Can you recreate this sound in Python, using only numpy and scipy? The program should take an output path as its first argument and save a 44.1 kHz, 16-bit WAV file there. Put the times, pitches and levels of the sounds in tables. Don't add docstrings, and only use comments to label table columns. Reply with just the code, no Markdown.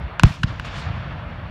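import sys
import numpy as np
from scipy import signal
from scipy.io import wavfile

SR = 44100
rng = np.random.default_rng(int(sys.argv[2]) if len(sys.argv) > 2 else 0)


def file_out(sig):
    cols = np.atleast_2d(sig).T
    lim = np.clip(cols, -1, 1)
    pcm = np.round(lim * 32767).astype(np.int16)
    wavfile.write(sys.argv[1], SR, pcm)


def gain_from_decibels(decibels):
    exponent = np.asarray(decibels, float) / 20
    return 10 ** exponent


N = 66150
T = np.arange(N) / SR


def rms_one(x):
    return x / np.sqrt(np.mean(x ** 2) + 1e-20)


def in_time(rows):
    s, *columns = np.transpose(rows)
    return [np.interp(T, s, column) for column in columns]


def drift(rate_hz):
    pole = np.exp(-2 * np.pi * rate_hz * 40 / SR)
    noise = rng.standard_normal(N // 40 + 2002)
    slow = signal.lfilter([1], [1, -2 * pole, pole ** 2], noise)[2000:]
    return np.interp(np.arange(N) / 40, np.arange(len(slow)), rms_one(slow))


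def bands(spectrum, first_hz, count):
    edges_hz = first_hz * 2 ** (np.arange(count + 1) / 3)
    centres_hz = np.sqrt(edges_hz[1:] * edges_hz[:-1])
    white = rng.standard_normal((2, N + SR // 2))
    filtered = []
    for k in range(count):
        sos = signal.butter(3, edges_hz[k:k + 2], "band", fs=SR, output="sos")
        filtered.append(signal.sosfilt(sos, white[k % 2])[-N:])
    f, db = np.transpose(spectrum)
    band_db = np.interp(np.log(centres_hz), np.log(f), db)
    shaped = np.array(filtered) * gain_from_decibels(band_db)[:, None]
    return centres_hz, shaped / np.sqrt(np.mean(shaped.sum(0) ** 2))


def cracks():
    # [t/s, peak level/dB, pitch ratio, brightness/dB per octave about 1500 Hz]
    crack_rows = [(0.196, -3.5, 0.96, 1.5), (0.2105, -37, 1.0, 3.0), (.2345, -3, 0.912, 7.5),
                  (.2351, -2, 0.6665, -1), (.4321, -15, 1.02, -.5), (.4335, -13, 1.02, 1.0),
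                  (.4342, -13, 1.02, -.5), (.4349, -12, 1.02, -1.5), (.5245, -27.5, 0.63, -16),
                  (0.5973, -15.5, 0.99, -0.5)]
    # [f/Hz before the pitch ratio, level/dB, t60/s]
    crack_modes = [(556, -12.5, 0.0091), (1040, -4, 0.013), (1578, 4.3, 0.0085), (2570, -4.5, 0.0056),
                   (2950, -2.5, 0.0068), (3910, -17.5, 0.0065), (4773, -13, .006), (5800, -20, 0.0053),
                   (7250, -11, 0.0011), (9850, -28, 0.0033), (11500, -29.5, 0.0016), (13800, -44, .002)]
    spray_db, spray_t60_s = -20.5, 0.038
    spray_band_hz = [740, 4740]
    ringing, spray_gate = np.zeros(N + SR), np.zeros(N + SR)
    t = T[:SR // 10, None]
    hz, mode_db, t60_s = np.transpose(crack_modes)
    signs = (-1) ** np.arange(len(hz))
    k = t * 1.5 * np.log(1000) / t60_s
    swell = k * np.exp(1 - k)
    for s, db, ratio, bright_db in crack_rows:
        levels = signs * gain_from_decibels(mode_db + bright_db * np.log2(hz / 1500))
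        wave = (levels * swell * np.sin(2 * np.pi * hz * ratio * t)).sum(1)
        i = int(s * SR)
        ringing[i:i + len(t)] += gain_from_decibels(db) * wave / np.abs(wave).max()
        spray_gate[i:i + len(t)] += gain_from_decibels(db - 60 * t[:, 0] / spray_t60_s)
    sos = signal.butter(2, spray_band_hz, "band", fs=SR, output="sos")
    noise = signal.sosfilt(sos, signal.sosfilt(sos, rng.standard_normal(N)))
    return ringing[:N] + gain_from_decibels(spray_db) * spray_gate[:N] * rms_one(noise)


def low_swings(rows, sag_s):
    rise_s, fall_s = 0.0043, 0.007
    out = 0
    for s, db, hz, length, hold_s in rows:
        early, late = np.minimum(T - s, 0), np.maximum(T - s, 0)
        turns = hz * (early + sag_s * np.log(1 + late / sag_s))
        rise = (early / length / rise_s) ** 2
        fall = np.maximum(late - hold_s, 0) / length / fall_s
        out = out - gain_from_decibels(db) * np.exp(-rise - fall) * np.cos(2 * np.pi * turns)
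    return out


def thumps():
    # [t/s of the deepest trough, peak level/dB, f/Hz up to it, length factor, hold/s]
    thump_rows = [(.2379, -2, 211, 0.61, 0.0016), (.245, .8, 146, 1.1, .006),
                  (.444, -7.5, 160, 0.79, 0.0025), (.6, -22, 113, 0.86, 0)]
    return low_swings(thump_rows, sag_s=0.0052)


def tree_returns():
    # [t/s of the highest crest, peak level/dB, f/Hz up to it, length factor, hold/s]
    return_rows = [(.045, -17.5, 77, 2.4, 0), (.2685, -9.5, 162, 1.2, 0), (.31, -16, 121, 0.82, 0),
                   (.508, -25, 127, 1.4, 0.0058), (.8722, -15, 103, 1.9, 0), (.905, -18.5, 111, 1.2, 0),
                   (.944, -18.5, 99, 1.06, 0.0006), (1.061, -30.5, 124, 2.3, 0)]
    return -low_swings(return_rows, sag_s=0.05)


def wash():
    # [t/s, level/dB before treble loss,
    #             treble loss/dB at 8 kHz, below zero where the wash is brighter than its base colour]
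    wash_curve = [(0, -33.5, 35), (.04, -40, 22.5), (.11, -33.5, 42), (.19, -36.5, 45), (.225, -41.5, 3),
                  (.25, -27.5, 8), (.27, -37, -12), (.274, -33.5, -5), (.3, -37, -8), (.345, -41.5, -9.5),
                  (.38, -44.5, -3), (.425, -52, -11), (.455, -41.5, 16), (.48, -36, 2.5),
                  (.52, -37.5, 11.5), (.575, -39.5, 12.5), (.644, -40, 5), (.649, -33, -2.5),
                  (.665, -38, -4), (.69, -34, 9.5), (.72, -36.5, 4), (.76, -33.5, 1), (.8, -36.5, -5),
                  (.84, -34.5, 5.5), (.87, -33.5, 17.5), (1.02, -36.5, 21), (1.25, -35.5, 33.5),
                  (1.5, -38.5, 29.5)]
    # [f/Hz, level/dB per Hz, relative]
    wash_spectrum = [(180, -35), (300, -13.5), (440, -8), (580, -0.34), (850, -2), (1230, -1), (2000, -4.5),
                     (3170, -7.5), (4100, -12), (6500, -22), (10000, -41.5), (16000, -55)]
    level_db, treble_loss_db = in_time(wash_curve)
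    hz, noise = bands(wash_spectrum, 282, count=18)
    shared_db = 0.5 * drift(25)
    loss_share = (np.minimum(hz, 10000) / 8000) ** 1.5
    out = 0
    for share, band in zip(loss_share, noise):
        own_db = 1.24 * drift(15)
        out = out + band * gain_from_decibels(level_db - treble_loss_db * share + shared_db + own_db)
    return out


def rumble():
    # [t/s, level/dB]
    rumble_curve = [(0, -31), (.16, -40), (.24, -27.5), (.27, -24), (.34, -39), (.41, -33), (.47, -26.5),
                    (.57, -35.5), (.68, -31), (.83, -33), (.9, -29), (1.02, -30.5), (1.5, -34)]
    # [f/Hz, level/dB per Hz, relative]
    rumble_spectrum = [(15, -51), (25, -49), (49, -3.5), (86, -2), (156, -4.5), (200, -14), (227, -15),
                       (261, -21.5), (500, -20), (650, -52), (1100, -120)]
    level_db = in_time(rumble_curve)[0] + 0.66 * drift(4)
    _, noise = bands(rumble_spectrum, 22.07, count=12)
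    return gain_from_decibels(level_db) * sum(band * gain_from_decibels(1.02 * drift(8.3)) for band in noise)


def scene():
    return (cracks() + thumps() + tree_returns() + wash() + rumble())[None]


def roll_off(x):
    return signal.sosfilt(signal.butter(12, 16340, fs=SR, output="sos"), x)


def record(dry):
    hiss_db, overload, cutoff_hz = -76.5, 1.08, 16800
    noisy = dry + gain_from_decibels(hiss_db) * rng.standard_normal(dry.shape)
    rounded = noisy / (1 + np.abs(noisy / overload) ** 4) ** (1 / 4)
    low_pass = signal.cheby2(12, 70, cutoff_hz, fs=SR, output="sos")
    mix = signal.sosfilt(low_pass, rounded)
    return roll_off(mix)


dry = scene()
out = record(dry)
file_out(out)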